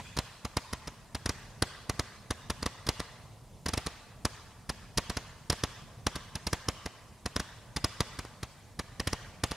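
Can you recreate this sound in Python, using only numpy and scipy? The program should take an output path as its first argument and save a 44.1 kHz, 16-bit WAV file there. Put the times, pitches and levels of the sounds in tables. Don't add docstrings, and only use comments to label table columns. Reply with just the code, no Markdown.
import sys
import numpy as np
from scipy import signal
from scipy.fft import rfft, irfft, next_fast_len
from scipy.io import wavfile
from scipy.ndimage import uniform_filter1d, map_coordinates

SR = 44100
rng = np.random.default_rng(int(sys.argv[2]) if len(sys.argv) > 2 else 0)


def put_to_file(sound):
    columns = np.atleast_2d(sound).T
    safe = np.clip(columns, -1, 1)
    whole_steps = np.round(safe * 32767)
    wavfile.write(sys.argv[1], SR, whole_steps.astype(np.int16))


def nominal_scale(level):
    x = np.asarray(level, float) / 20
    return 10 ** x


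N = 421596
LEAD = SR // 20

# pitch_hz, likeness (0-1)
NEAR = [(60, .998), (1500, .996), (4000, .96), (8000, .92), (14000, .75)]
# pitch_hz, likeness (0-1)
WIDE = [(60, .96), (200, 0.038), (550, 0.99), (1400, 0.93), (3100, 0.69), (6800, 0), (15000, 0)]


def candles():
    snaps = per_shot(snap, seconds=.06)
    jet, roar = gas_jet(), gas_roar()
    direct = snaps + per_shot(push, seconds=.07) + jet + roar + tube_ring()
    blast = .6 * roar.mean(axis=0) + .6 * snaps + .4 * jet.mean(axis=0)
    far = nominal_scale(-11) * far_echoes(blast) + scattered_sound()
    left_lag = 13e-6
    sides = np.array([[-1], [1]])
    placed = filtered(direct, lambda hz: np.exp(1j * np.pi * hz * left_lag * sides))
    return placed + star_sparks() + far


def shots():
    # start_s (the snap), leak_ms (before the snap), snap_db (peak), gas_db
    fired_shots = [(-0.009, 5.0, -14.5, -30.5), (0.1743, 8.6, -15, -36), (0.1887, 3, -13, -30.5),
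                   (0.4524, 5.2, -16.5, -36.5), (0.5706, 4, -10.0, -29.5), (0.7339, 5.8, -16.5, -36),
                   (0.8798, 8.3, -25, -40), (1.152, 5.6, -22.0, -34), (1.2615, 4.6, -14.5, -31.5),
                   (1.295, 4.5, -13.5, -31.5), (1.6247, 4.14, -6.0, -28), (1.8977, 4.1, -12, -32),
                   (1.9961, 3.7, -11.0, -31.5), (2.3092, 4.8, -11.5, -31.5), (2.504, 6.1, -13.5, -32.0),
                   (2.6296, 5.4, -14.5, -36.5), (2.6635, 5.8, -10, -32.5), (2.8745, 9.7, -24.0, -36.5),
                   (2.8903, 3.7, -8.5, -28), (3.0028, 7.9, -13.5, -38), (3.6635, 5.7, -14.5, -34),
                   (3.6908, 8.1, -19.5, -33), (3.7387, 5.4, -17.0, -31.5), (3.7773, 4.5, -13, -31),
                   (3.8699, 8.4, -15.0, -35), (4.2535, 4.8, -9.5, -29), (4.7001, 8.7, -18, -33.5),
                   (4.9834, 10.6, -7.5, -28.5),
                   (5.1018, 6.5, -15, -34.5), (5.1721, 5.1, -16.5, -32.5), (5.5017, 3.9, -11, -26.5),
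                  (5.5292, 8.5, -14, -37), (5.6377, 3.3, -9, -30.5), (6.0693, 5.05, -8, -29.5),
                  (6.1626, 9.1, -20.0, -37.0), (6.3556, 3.1, -45, -33.5), (6.473, 6.8, -19, -31.5),
                  (6.5319, 3.7, -11.0, -29.5), (6.6869, 3.9, -9.5, -30.5), (6.8625, 6.4, -15.5, -38.5),
                  (7.262, 5.9, -13.0, -34.5), (7.3648, 5.6, -10.5, -32.5), (7.4019, 7.2, -15, -34.5),
                  (7.77, 8.5, -15.5, -32), (7.8456, 4.4, -11.0, -27.5), (8.006, 2.7, -7.5, -28.5),
                  (8.1916, 4.3, -30, -35.5), (8.2512, 3.8, -28, -50), (8.4315, 3, -28, -35),
                  (8.7971, 7.5, -15.5, -35.5), (9.0023, 6, -13.5, -34.5), (9.0744, 3.8, -15.5, -28.5),
                  (9.1322, 4.6, -10.5, -34.5), (9.4391, 4.3, -11.5, -27.5), (9.5181, 8.3, -14.5, -36.5)]
    start_s, leak_ms, snap_db, gas_db = np.transpose(fired_shots)
    more_db, longer_ms = gas_db + 33, leak_ms - 5.5
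    push_db = -29.3 + 0.68 * more_db + 0.18 * np.maximum(snap_db + 14, -12)
    jet_db = -34.5 + 1.3 * more_db + 0.21 * longer_ms
    roar_db = -35 + 0.84 * more_db - 0.22 * longer_ms
    return np.transpose([start_s, leak_ms, snap_db, push_db, jet_db, roar_db])


def snap(ms, leak_ms, snap_db, *_):
    # delay_ms, size (ratio)
    bounces = [
        (2, 0.041),
        (4.4, 0.067),
        (6, 0.035),
        (6.9, 0.09),
        (8.7, 0.058),
        (10.2, 0.1),
        (11.4, 0.089),
        (15.4, 0.022),
        (18.3, 0.026),
    ]
    width_ms = .036 + .006 * max(0, -17 - snap_db)
    spike = lobe(ms, 0, width_ms) + .5 * lobe(ms, .19, width_ms)
    suck = 0.2 * lobe(ms, 0.066, 0.098) - 0.38 * lobe(ms, 1.348, 0.14)
    near = 0
    for delay_ms, size in bounces:
        near = near + size * (lobe(ms, delay_ms, .14) - 0.15 * lobe(ms, delay_ms + 0.96, 0.6))
    return nominal_scale(snap_db - 3.0) * (spike + suck + 1.58 * near)


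def push(ms, leak_ms, snap_db, push_db, *_):
    # delay_ms, width_ms, size (ratio)
    swing = [
        (1.5, .9, -1.35),
        (5.6, 1.9, .95),
        (9, 1.5, .2),
        (15, 3.5, -.15),
    ]
    heave = 0.98 * lobe(ms, 1.1 - leak_ms, 1.0) - 0.78 * lobe(ms, -.4 * leak_ms, 0.33 * leak_ms)
    gas_left = (3.6 / np.clip(leak_ms, 3, 12)) ** 0.38
    after = sum(size * lobe(ms, delay_ms, width_ms) for delay_ms, width_ms, size in swing)
    return nominal_scale(push_db + 2.0) * (heave + gas_left * after)


def gas_jet():
    # pitch_hz, level_db (per Hz)
    jet_colour = [(1500, -28), (2600, -12.5), (4400, -4.5), (5300, -1.5), (7700, -15), (9000, -8.5),
                  (11000, -12.5), (13000, -26), (15500, -26), (16200, -60)]

    def power(ms, leak_ms, snap_db, push_db, jet_db, roar_db):
        leaking = nominal_scale(2 * (jet_db + 2.0)) * gas_power(ms, leak_ms)
        burst = nominal_scale(2 * (snap_db - 12.5)) * fade(ms, rise_ms=0.056, t60_ms=5.6)
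        return leaking + burst

    return np.sqrt(per_shot(power, seconds=.08)) * rush(jet_colour, NEAR, patchy_db=1.5)


def gas_roar():
    # pitch_hz, level_db (per Hz)
    roar_colour = [(200, -27), (450, -8), (700, -1.5), (1100, -2), (1900, 1), (2600, -13), (4000, -8),
                   (6500, -14), (10000, -57)]

    def power(ms, leak_ms, snap_db, push_db, jet_db, roar_db):
        return nominal_scale(2 * roar_db) * gas_power(ms, leak_ms)

    return np.sqrt(per_shot(power, seconds=.08)) * rush(roar_colour, NEAR, patchy_db=2.0)


def gas_power(ms, leak_ms):
    since_leak = ms + leak_ms
    growth = np.clip(since_leak / 4.37, 0, 1) ** 1.58
    sag_db = 120 * np.maximum(since_leak - 4.2, 0) / 70
    open_db = 120 * np.maximum(ms - 1.8, 0) / 28
    return growth * nominal_scale(-sag_db - open_db)


def tube_ring():
    # pitch_hz, level_db (per Hz)
    tube_colour = [(120, -41), (200, 13.5), (328, 2), (1060, 9), (1710, -2), (2020, 4.5), (4040, -2.5),
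                   (4860, -19), (6880, -3.5), (11500, -64), (16000, -47)]

    def power(leak_ms, snap_db, push_db, jet_db, roar_db):
        return nominal_scale(push_db + roar_db - 3.5)

    ringing = after_shots(power, delay_ms=0, rise_ms=3.6, t60_ms=76)
    return ringing * rush(tube_colour, NEAR, patchy_db=0)


def star_sparks():
    # pitch_hz, level_db (per Hz)
    spark_colour = [(1000, -34), (2500, -11), (5000, -6), (8000, -8), (11000, -15.5), (13000, -20),
                    (15600, -28), (16200, -60)]

    def power(leak_ms, snap_db, push_db, jet_db, roar_db):
        return nominal_scale(jet_db + roar_db - 47.0)

    burning = after_shots(power, delay_ms=3.7, rise_ms=5, t60_ms=930)
    return burning * rush(spark_colour, WIDE, patchy_db=-4.0)


def scattered_sound():
    # pitch_hz, level_db (per Hz)
    scatter_colour = [(200, -40), (350, -21), (650, -6), (1000, -4), (1600, 0), (3000, -8.5), (5300, -10),
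                      (8000, -16), (12000, -36)]

    def power(leak_ms, snap_db, push_db, jet_db, roar_db):
        return nominal_scale(1.203 * roar_db + 0.82 * push_db - 44.5)

    wash = after_shots(power, delay_ms=20, rise_ms=37, t60_ms=1280)
    return wash * rush(scatter_colour, WIDE, patchy_db=3.0)


def far_echoes(blast):
    # pitch_hz, level_db
    echo_colour = [(200, -17), (350, -5), (650, -0.5), (1000, 0), (1600, -2.5), (3000, 8), (5300, -2.5),
                   (8000, -1), (12000, -20)]
    # pitch_hz, fade_s
    echo_fade = [(300, 0.87), (1000, 1.97), (3000, 1.07), (8000, 1.01)]
    noise = rush(echo_colour, WIDE, patchy_db=3.0)[:, :3 * SR // 2]
    hz, t, z = signal.stft(noise, SR, nperseg=256)
    rise = 1 - np.exp(-np.maximum(t - .012, 0) / 0.022)
    fall = nominal_scale(-60 * t / along(echo_fade, hz)[:, None])
    tail = signal.istft(z * rise * fall, SR, nperseg=256)[1]
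    tail = tail / np.linalg.norm(tail[0])
    before = nominal_scale(-29) * rng.standard_normal(N) * (np.arange(N) < SR // 200)
    return signal.fftconvolve((blast + before)[None], tail, axes=1)[:, :N]


def night():
    # pitch_hz, level_db (per Hz)
    rumble_colour = [(15, -45), (30, 4), (70, -4), (110, 0.5), (150, -6), (220, -10.5), (320, -24),
                     (600, -18.5), (1000, -21.5), (1600, -62), (3000, -56)]
    # pitch_hz, level_db (per Hz)
    hiss_colour = [(300, 10.5), (1500, -3), (6000, -2), (10000, -3.5), (13000, -11.5), (15600, -16),
                   (16200, -50)]
    # pitch_hz, likeness (0-1)
    far_likeness = [(60, 1), (240, 0.81), (950, 0.93), (3770, 0.78), (15000, 0.37)]
    lumps_db = wander(11)
    swells_db = 1.15 * wander(2.42)
    rumble = nominal_scale(-51.5 + swells_db + lumps_db) * rush(rumble_colour, far_likeness, patchy_db=1.25)
    return rumble + nominal_scale(-62.0) * rush(hiss_colour, far_likeness, patchy_db=2.0)


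def wander(per_second):
    return map_coordinates(rng.standard_normal(120), [np.arange(N) * per_second / SR])


def per_shot(shape, seconds):
    out = np.zeros(N + LEAD + 2 * SR)
    for start_s, *row in shots():
        at = np.arange(round(seconds * SR)) + round(start_s * SR) + LEAD // 2
        ms = (at - LEAD) / SR * 1000 - start_s * 1000
        out[at] += shape(ms, *row)
    return out[LEAD:LEAD + N]


def after_shots(power, delay_ms, rise_ms, t60_ms):
    strikes = np.zeros(N + LEAD)
    for start_s, *row in shots():
        strikes[round(start_s * SR) + LEAD] = power(*row)
    ms = np.arange(3 * SR // 2) / SR * 1000
    shape = fade(ms - delay_ms, rise_ms, t60_ms)
    return np.sqrt(np.abs(signal.fftconvolve(strikes, shape)[LEAD:LEAD + N]))


def lobe(ms, centre_ms, width_ms):
    return np.exp(-.5 * ((ms - centre_ms) / width_ms) ** 2)


def fade(ms, rise_ms, t60_ms):
    ms = np.maximum(ms, 0)
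    return (1 - np.exp(-ms / rise_ms)) ** 2 * nominal_scale(-120 * ms / t60_ms)


def rush(colour, alike, patchy_db):
    z = signal.stft(rng.standard_normal((2, N)), nperseg=256)[2]
    patches = uniform_filter1d(rng.standard_normal(z.shape[1:]), size=3, axis=0)
    patches = uniform_filter1d(patches, size=8, axis=1)
    pair = signal.istft(z * nominal_scale(patchy_db * unit(patches)), nperseg=256)[1][:, :N]

    def response(hz):
        turn = np.arccos(np.clip(along(alike, hz), -1, 1)) / 2
        return nominal_scale(along(colour, hz)) * [np.cos(turn), np.sin(turn)]

    mid, side = filtered(pair, response)
    return unit(np.array([mid + side, mid - side]))


def unit(x):
    return x / np.sqrt(np.mean(x ** 2) + 1e-20)


def along(points, hz):
    f, v = np.transpose(points)
    return np.interp(np.log(hz + 1), np.log(f + 1), v)


def filtered(x, response):
    m = next_fast_len(N + SR // 4)
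    return irfft(rfft(x, m) * response(np.fft.rfftfreq(m, 1 / SR)), m)[..., :N]


def scene():
    return candles() + night()


def band_limit(x):
    return signal.sosfilt(signal.butter(12, 16640, fs=SR, output="sos"), x)


def record(dry):
    # pitch_hz, left_minus_right_db
    balance = [(60, -1), (180, -.9), (400, -.3), (1000, 0), (5000, -.5), (10000, .4)]

    def colour(hz):
        sides = nominal_scale(along(balance, hz) * [[.5], [-.5]])
        bass_cut = hz ** 2 / (hz ** 2 + 38 ** 2)
        return sides * bass_cut * (hz < 15950)

    return band_limit(filtered(dry, colour))


dry = scene()
out = record(dry)
put_to_file(out)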